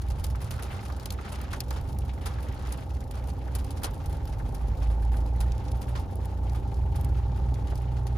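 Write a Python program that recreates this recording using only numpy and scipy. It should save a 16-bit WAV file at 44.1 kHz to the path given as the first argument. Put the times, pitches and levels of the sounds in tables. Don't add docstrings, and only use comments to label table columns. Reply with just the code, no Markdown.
import sys
import numpy as np
from scipy import signal
from scipy.fft import rfft, irfft
from scipy.io import wavfile
from scipy.ndimage import uniform_filter1d

SR = 44100
rng = np.random.default_rng(int(sys.argv[2]) if len(sys.argv) > 2 else 0)


def waveform_to_disk(signal):
    frames = np.transpose(np.atleast_2d(signal))
    scaled = np.clip(frames, -1, 1) * 32767
    samples = np.round(scaled).astype(np.int16)
    wavfile.write(sys.argv[1], SR, samples)


N = 360297

# middle of a puddle in seconds, wetness in dB, half length in seconds.
PUDDLES = [(0.718, -49, 0.22), (1.358, -50, 0.21), (2.504, -51.5, 0.28), (5.517, -58.5, 0.17),
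           (7.848, -66, 0.6)]
DAMP_ROAD_DB = -57.5


def undb(db):
    return 10 ** (np.asarray(db) / 20)


def unit(x):
    return x / np.sqrt(np.mean(x ** 2))


def curves(table):
    s, *columns = np.transpose(table)
    return [np.interp(np.arange(N) / SR, s, c) for c in columns]


def bins():
    return np.arange(N // 2 + 1) * SR / N


def across(points):
    hz, value = np.transpose(points)
    return np.interp(np.log(bins() + 1), np.log(hz), value)


def colour(x, points):
    cepstrum = irfft(np.log(unit(undb(across(points)))), N)
    cepstrum[1:N // 2] *= 2
    cepstrum[N // 2:] = 0
    return irfft(rfft(x) * np.exp(rfft(cepstrum)), N)


def walk(rate):
    hold = int(SR / rate)
    steps = np.repeat(rng.standard_normal(N // hold + 1), hold)
    return unit(uniform_filter1d(uniform_filter1d(steps, hold), hold)[:N])


def noise():
    return rng.standard_normal((2, N))


def partial(turns, multiple):
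    return np.sqrt(2) * np.sin(2 * np.pi * (multiple * turns + rng.random((2, 1))))


def resonances(modes):
    f = bins() + 1
    return sum((-1) ** k * undb(db) / (1 + 1j * (f / hz - hz / f) * hz / width)
               for k, (hz, width, db) in enumerate(modes))


def swells(base_db, patches):
    t = np.arange(N) / SR
    gains = [undb(db) * np.exp(-.5 * ((t - s) / half_s) ** 2) for s, db, half_s in patches]
    return 10 * np.log10(undb(base_db) ** 2 + sum(gain ** 2 for gain in gains))


def two_bands(x, powers, crossover_hz=8000):
    filters = [signal.butter(5, crossover_hz, kind, fs=SR, output="sos") for kind in ("low", "high")]
    return sum(signal.sosfilt(sos, x * np.sqrt(power[:N])) for sos, power in zip(filters, powers))


def boom(turns, hz, boom_db, shaft_db=-19):
    # pitch in Hz, level in dB.
    cabin = [(65, -38.5), (75, -85), (88, -43), (98, -51), (110, -40), (118, -40), (123, -39.5), (131, -56),
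             (146, -45), (160, -49.5), (180, -55)]
    orders = [(1, boom_db + shaft_db), (2, boom_db)]
    orders += [(k, np.interp(k * hz, *np.transpose(cabin))) for k in (3, 4, 6)]
    return sum(partial(turns, k) * undb(db) for k, db in orders)


def knocks(turns, speed, stumble_turns=.0035, weak_db_per_octave=-8.5, scatter_db=0.9,
           panels_db=-3.5, panels_t60=.09, clatter_db=-11, clatter_turns=.22, bounce_s=.0113):
    # pitch in Hz, width in Hz, level in dB.
    body_modes = [(268, 3.2, 2), (389.2, 6, 4), (519.7, 12, 0.5)]
    clack_modes = [(510, 40, -23), (833.6, 56, 0)]
    # frequency in Hz, gain in dB.
    bulkhead_eq = [(80, 1), (160, -1.5), (900, 9), (1200, -38), (2500, -20), (8000, -35)]
    panel_eq = [(120, -15), (200, -1), (300, -0.5), (450, -6), (700, -10), (1050, -9.5), (1300, -24.5),
                (2500, -37), (8000, -61)]
    clatter_eq = [(200, -27), (450, -13), (600, 5), (720, -24), (830, 18), (940, -9.5), (1100, -7),
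                  (3000, -37), (8000, -58)]
    stumble = stumble_turns / speed ** 6 * walk(20)
    turn, age = np.divmod(np.maximum(turns + stumble, 0), 1)
    size = undb(weak_db_per_octave * np.log2(speed) * (turn % 2) + scatter_db * walk(30))
    hits = rfft(np.diff(turn, prepend=0) * size)
    bounces = sum(undb(db) * np.exp(-2j * np.pi * bins() * k * bounce_s)
                  for k, db in enumerate((0, 0, -8)))
    body = resonances(body_modes) + resonances(clack_modes) * bounces
    ringing = unit(irfft(hits * body * undb(across(bulkhead_eq)), N)) * np.array([[1], [.5]])
    panel_ring = noise() * undb(-60 * np.arange(N) / SR / panels_t60)
    panels = unit(irfft(hits * rfft(panel_ring) * undb(across(panel_eq)), N))
    swell = age * np.exp(-2 * age / clatter_turns)
    clatter = unit(irfft(rfft(noise() * size * swell) * undb(across(clatter_eq)) * bounces, N))
    return ringing + undb(panels_db) * panels + undb(clatter_db) * clatter


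def engine(wander=0.000611, idle_knock_db=-51.5, rise_db_per_octave=6.5, boom_follow=0.047):
    # time in seconds, shaft rate in Hz.
    revs = [(0, 21.64), (3.7, 21.64), (4.15, 24.75), (4.55, 25.7), (5.0, 28.05), (5.75, 30.5), (6.0, 30.5),
            (6.5, 30), (8.17, 29.95)]
    # time in seconds, level in dB.
    boom_levels = [(0, -57), (3.6, -50), (4.15, -39), (4.55, -32), (5.0, -23.5), (5.75, -30), (6.05, -37.5),
                   (6.5, -29), (8.17, -29)]
    hz, = curves(revs)
    boom_db, = curves(boom_levels)
    speed = hz / hz[0]
    knock_db = idle_knock_db + rise_db_per_octave * np.log2(speed) + boom_follow * (boom_db - boom_db[0])
    turns = np.cumsum(hz * (1 + wander * walk(5.97))) / SR
    return boom(turns, hz, boom_db) + undb(knock_db) * knocks(turns, speed)


def hum(hz=197.7, level_db=-53, waver_db=3):
    # time in seconds, gain in dB.
    fade = [(0, 0), (2.3, -5.5), (3, -23), (5, -2)]
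    fade_db, = curves(fade)
    return partial(np.arange(N) / SR, hz) * undb(level_db + fade_db + waver_db * walk(4.66))


def neighbour(rough_db=0.5):
    # time in seconds, cycle rate in Hz, level in dB.
    revs = [(0, 20.5, -42), (3.9, 20.5, -39.5), (5.0, 26.3, -40), (5.9, 29.2, -34), (6.15, 30.8, -36.5),
            (6.6, 28.59, -35.5), (7.0, 26.4, -27.5), (7.5, 24.6, -31), (8.17, 23.9, -32.5)]
    # frequency in Hz, gain in dB.
    windows = [(61, -0.5), (66, 2), (72, -7.5), (80, -1.5), (102, -9), (121, -4.5), (140, -18), (160, -22),
               (200, -24)]
    hz, db = curves(revs)
    turns = np.cumsum(hz) / SR
    orders = [(k, np.interp(k * hz, *np.transpose(windows))) for k in (3, 4, 5, 6)]
    return sum(partial(turns, k) * undb(db + order_db + rough_db * walk(6.8)) for k, order_db in orders)


def tyres(smooth_road_db=-37, bump_db=1, roar_flicker_db=1, spray_db=-3, spray_flicker_db=2, grit_db=3):
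    # frequency in Hz, gain in dB.
    rumble_eq = [(15, -40), (28, -22), (40, -4), (52, -6.5), (63, 3.5), (72, -5.5), (85, -4), (100, -7.5),
                 (125, -12), (150, -16.5), (220, -40.5), (400, -69.5)]
    roar_eq = [(80, -25.5), (150, -4), (200, -0.5), (228, -4), (265, 0), (330, -6.5), (430, -10), (520, -6),
               (600, -10), (720, -12.5), (850, -11), (1000, -17.5), (1500, -34.5), (3000, -45.5),
               (8000, -44)]
    swish_eq = [(300, -11), (700, -2), (1300, 9), (2200, -6), (4000, -4.5), (7000, -12.5), (11000, -24),
                (16000, -34)]
    # middle in seconds, rumble in dB, half length in seconds.
    bumps = [(0.256, -32.5, 0.33), (1.91, -32.5, 0.17), (2.4, -34.5, 0.15), (4.81, -31.5, 0.84),
             (7.093, -36, 0.42)]
    # time in seconds, level in dB.
    tread = [(0, -48), (1.4, -45), (4, -44.5), (5.5, -45), (8.17, -45)]
    rumble = colour(noise(), rumble_eq) * undb(swells(smooth_road_db, bumps) + bump_db * walk(13))
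    roar_db, = curves(tread)
    roar = colour(noise(), roar_eq) * undb(roar_db + roar_flicker_db * walk(25))
    grit = unit(noise() * undb(grit_db * walk(700)))
    swish_db = swells(DAMP_ROAD_DB, PUDDLES) + spray_db + spray_flicker_db * walk(40)
    return rumble + roar + colour(grit, swish_eq) * undb(swish_db)


def roof(count=620, patter_db=-2, spread_db=4, low_hz=1000, high_hz=2600, q=1.26,
         rise_s=0.00047, t60=0.087):
    # start in seconds, level in dB, pitch in Hz.
    accents = [(.349, -41.5, 1180), (.589, -39.5, 1510), (.899, -40, 1100), (1.187, -40, 1240),
               (1.26, -46, 1150), (1.533, -34.5, 1290), (1.709, -36.5, 990), (1.77, -54, 1490),
               (2.093, -46.5, 2500), (2.176, -47, 1290), (2.266, -41, 1400), (2.384, -41.5, 1200),
               (3.479, -47, 1360), (3.821, -47, 1300), (3.845, -39, 1120), (4.398, -44, 1260),
               (5.14, -44, 1220), (5.955, -52, 1150), (7.722, -38, 760)]
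    when, size, pitch = rng.random((count, 3)).T
    wet_db = swells(DAMP_ROAD_DB, PUDDLES)[(when * N).astype(int)]
    pat_db = wet_db + patter_db + spread_db * (2 * size - 1)
    patter = np.column_stack([when * N / SR, pat_db, low_hz * (high_hz / low_hz) ** pitch])
    t = np.arange(SR // 10) / SR
    envelope = (1 - np.exp(-t / rise_s)) * undb(-60 * t / t60)
    out = np.zeros((2, N + len(t)))
    for s, db, hz in np.vstack([accents, patter]):
        b, a = signal.iirpeak(hz, q, fs=SR)
        ring = signal.lfilter(b, a, signal.lfilter(b, a, rng.standard_normal((2, len(t)))))
        start = int(s * SR)
        out[:, start:start + len(t)] += undb(db) * unit(ring) * envelope / envelope.max()
    return out[:, :N]


def drizzle(count=330, base_db=-56, ease_db_per_s=1.28, spread_db=6.5, largest_db=8, t60=0.075,
            treble_db=1, treble_spread_db=3):
    when, size, length, tone = rng.random((count, 4)).T
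    s = (np.arange(count) + 2 * when) % count / count * N / SR
    db = base_db - ease_db_per_s * s + np.minimum(-spread_db * np.log(1 - size), largest_db)
    treble = treble_db + treble_spread_db * (2 * tone - 1)
    return np.column_stack([s, db, t60 * 2 ** (2 * length - 1), treble])


def windscreen(crack_db=3, crack_s=.0008, spread_s=0.0043, soft_t60=0.12, grain_db=4,
               glass_db=-0.5, glass_db_per_doubling=12.5, knock_t60=0.22):
    # start in seconds, level in dB, splash t60 in seconds, treble in dB.
    big_drops = [(.1025, -42.5, 0.081, 0), (.195, -48, 0.087, 2), (.2411, -34.5, 0.057, 3),
                 (.266, -43, 0.044, 2), (.416, -47, 0.12, 7), (.5075, -38, 0.085, 4.5),
                 (.591, -52, 0.037, -8), (.6236, -37.5, 0.081, 5), (.707, -55, 0.19, 11),
                 (.8505, -43.5, 0.08, 1.5), (.998, -40.5, 0.033, -8), (1.0568, -32, 0.043, 0),
                 (1.1044, -30, 0.023, -5), (1.1228, -40.5, 0.039, 5), (1.3194, -42.5, 0.11, 5),
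                 (1.3568, -40.5, .03, -5), (1.4145, -42.5, 0.022, 6), (1.443, -55, .03, 0),
                 (1.53, -34.5, 0.075, -1.5), (1.6046, -27.5, 0.03, -1), (1.7067, -33, 0.034, -4.5),
                 (1.7614, -44, 0.12, -6), (1.812, -46, 0.022, 0), (1.929, -45, 0.018, -6),
                 (1.9873, -43, 0.023, 7), (2.2583, -34, 0.084, 2), (2.4264, -49, 0.081, 7),
                 (2.671, -43.5, 0.033, -3), (2.7205, -40.5, 0.078, 6), (2.775, -48, 0.034, 2),
                 (3.1101, -44, 0.036, 5), (3.2839, -47.5, 0.098, 3), (3.301, -44, 0.044, -8),
                 (3.5511, -33, 0.054, 5), (3.5871, -44, 0.076, 3), (3.6441, -44.5, 0.046, 5),
                 (3.7054, -42.5, 0.07, 4), (3.7698, -43, 0.082, -2), (3.833, -31, 0.072, 2),
                 (3.8414, -27.5, 0.074, 3.5), (3.936, -52, 0.11, 5), (4.059, -43, 0.044, 2.5),
                 (4.096, -48.5, 0.1, 4.5), (4.127, -48, .04, 3), (4.255, -47.5, 0.023, 1),
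                 (4.323, -46.5, 0.069, -4), (4.5458, -44, 0.083, 3), (4.822, -47, 0.13, -5),
                 (4.9, -49.5, 0.13, 1), (5.1266, -52.5, 0.13, 7), (5.1664, -46, 0.08, 3),
                 (5.4041, -38.5, 0.085, 4.5), (5.5189, -38.5, 0.023, -13), (5.58, -45, 0.019, -3),
                 (5.649, -50, 0.092, -14), (5.6825, -44, 0.05, -14), (5.7161, -44, 0.034, 2),
                 (5.8138, -43, 0.092, 3.5), (5.88, -52, .16, 8), (5.9528, -39.5, 0.12, -9),
                 (5.995, -48, 0.085, 4), (6.156, -51, 0.018, 10.5), (6.2551, -46.5, 0.019, 6),
                 (6.4956, -44, 0.033, -7), (6.5464, -47.5, 0.13, 3), (6.742, -49, 0.049, -2),
                 (6.958, -43, 0.085, 5), (7.0108, -46, 0.02, 9), (7.0463, -45.5, 0.029, 6),
                 (7.168, -55, 0.095, 3), (7.319, -52, 0.018, -18), (7.374, -57, 0.025, 4),
                 (7.5398, -45, 0.063, 0), (7.6695, -46.5, 0.085, -4), (7.7, -47, 0.076, -1),
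                 (7.754, -46, 0.064, 1), (7.7764, -44.5, 0.036, 1), (7.818, -54, 0.051, 3),
                 (7.965, -50.5, 0.11, -12), (8.0678, -42.5, 0.06, 1)]
    # frequency in Hz, gain in dB.
    crack_eq = [(500, -19), (2000, -10), (4500, -3), (7000, -11.5), (10000, -2.5), (14000, 2.5),
                (16000, -10.5)]
    splash_eq = [(500, -22), (1500, -8.5), (2500, -1.5), (3300, -0.5), (4800, 2), (7000, -2.5), (10000, -1),
                 (13000, -7.5), (16000, -16)]
    glass_eq = [(150, -11), (400, -2), (800, -1.5), (1300, -3.5), (2000, -12.5), (3500, -15), (8000, -45)]
    t = np.arange(SR // 5) / SR
    crack_power, splash_power = np.zeros((2, 2, N + len(t)))
    knock_power = np.zeros(N + len(t))
    for s, db, t60, treble_db in np.vstack([big_drops, drizzle()]):
        at = slice(int(s * SR), int(s * SR) + len(t))
        softness = (t60 / soft_t60) ** 2
        swell = 1 - np.exp(-t / (spread_s * softness))
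        knock_db = db + glass_db + glass_db_per_doubling * np.log2(t60 / 0.1)
        band_db = db + np.array([[0], [treble_db]])
        crack_power[:, at] += (undb(band_db + crack_db) * np.exp(-t / crack_s) / (1 + softness)) ** 2
        splash_power[:, at] += (swell * undb(band_db - 60 * t / t60)) ** 2
        knock_power[at] += undb(knock_db - 60 * t / knock_t60) ** 2
    beads = unit(noise() * undb(grain_db * walk(2500)))
    crack = colour(two_bands(noise(), crack_power), crack_eq)
    splash = colour(two_bands(beads, splash_power), splash_eq)
    knock = colour(noise() * np.sqrt(knock_power[:N]), glass_eq)
    return crack + splash + knock


def pings(hz=4550, t60=.016):
    # start in seconds, level in dB.
    hits = [(1.105, -38), (1.604, -33.5)]
    s, db = np.transpose(hits)
    t = np.maximum(np.arange(N) / SR - s[:, None], 0)
    rings = np.sqrt(2) * np.sin(2 * np.pi * hz * t) * undb(-60 * t / t60)
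    return undb(db) @ rings * np.array([[1], [.5]])


def microphone_ports(pair):
    # frequency in Hz, correlation from 0 to 1.
    correlation = [(60, 1), (130, .95), (290, .68), (640, .52), (1400, .17), (3100, .5), (6800, .5),
                   (8400, .75), (10000, .95), (15000, .97)]
    # frequency in Hz, lead of the left in radians.
    left_lead = [(0, 0), (700, 0), (1050, .5), (1550, -1.2), (2500, .6), (5800, .6), (6630, .1),
                 (8350, -3.14), (15800, -15.7)]
    # frequency in Hz, left minus right in dB.
    balance = [(60, -1.7), (125, -1.7), (250, -0.5), (1000, -1.5), (2000, 0.5), (4500, 3), (8000, 0)]
    shared, apart = rfft(pair)
    likeness = across(correlation)
    shared *= np.sqrt((1 + likeness) / 2)
    apart *= np.sqrt((1 - likeness) / 2)
    lead = np.exp(1j * np.interp(bins(), *np.transpose(left_lead)))
    tilt = undb(across(balance) / 2)
    return irfft(np.array([(shared + apart) * tilt * lead, (shared - apart) / tilt]), N)


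def scene():
    return microphone_ports(engine() + hum() + neighbour() + tyres() + roof() + windscreen() + pings())


def record(dry):
    return signal.sosfilt(signal.ellip(8, .2, 70, 16100, fs=SR, output="sos"), dry)


dry = scene()
out = record(dry)
waveform_to_disk(out)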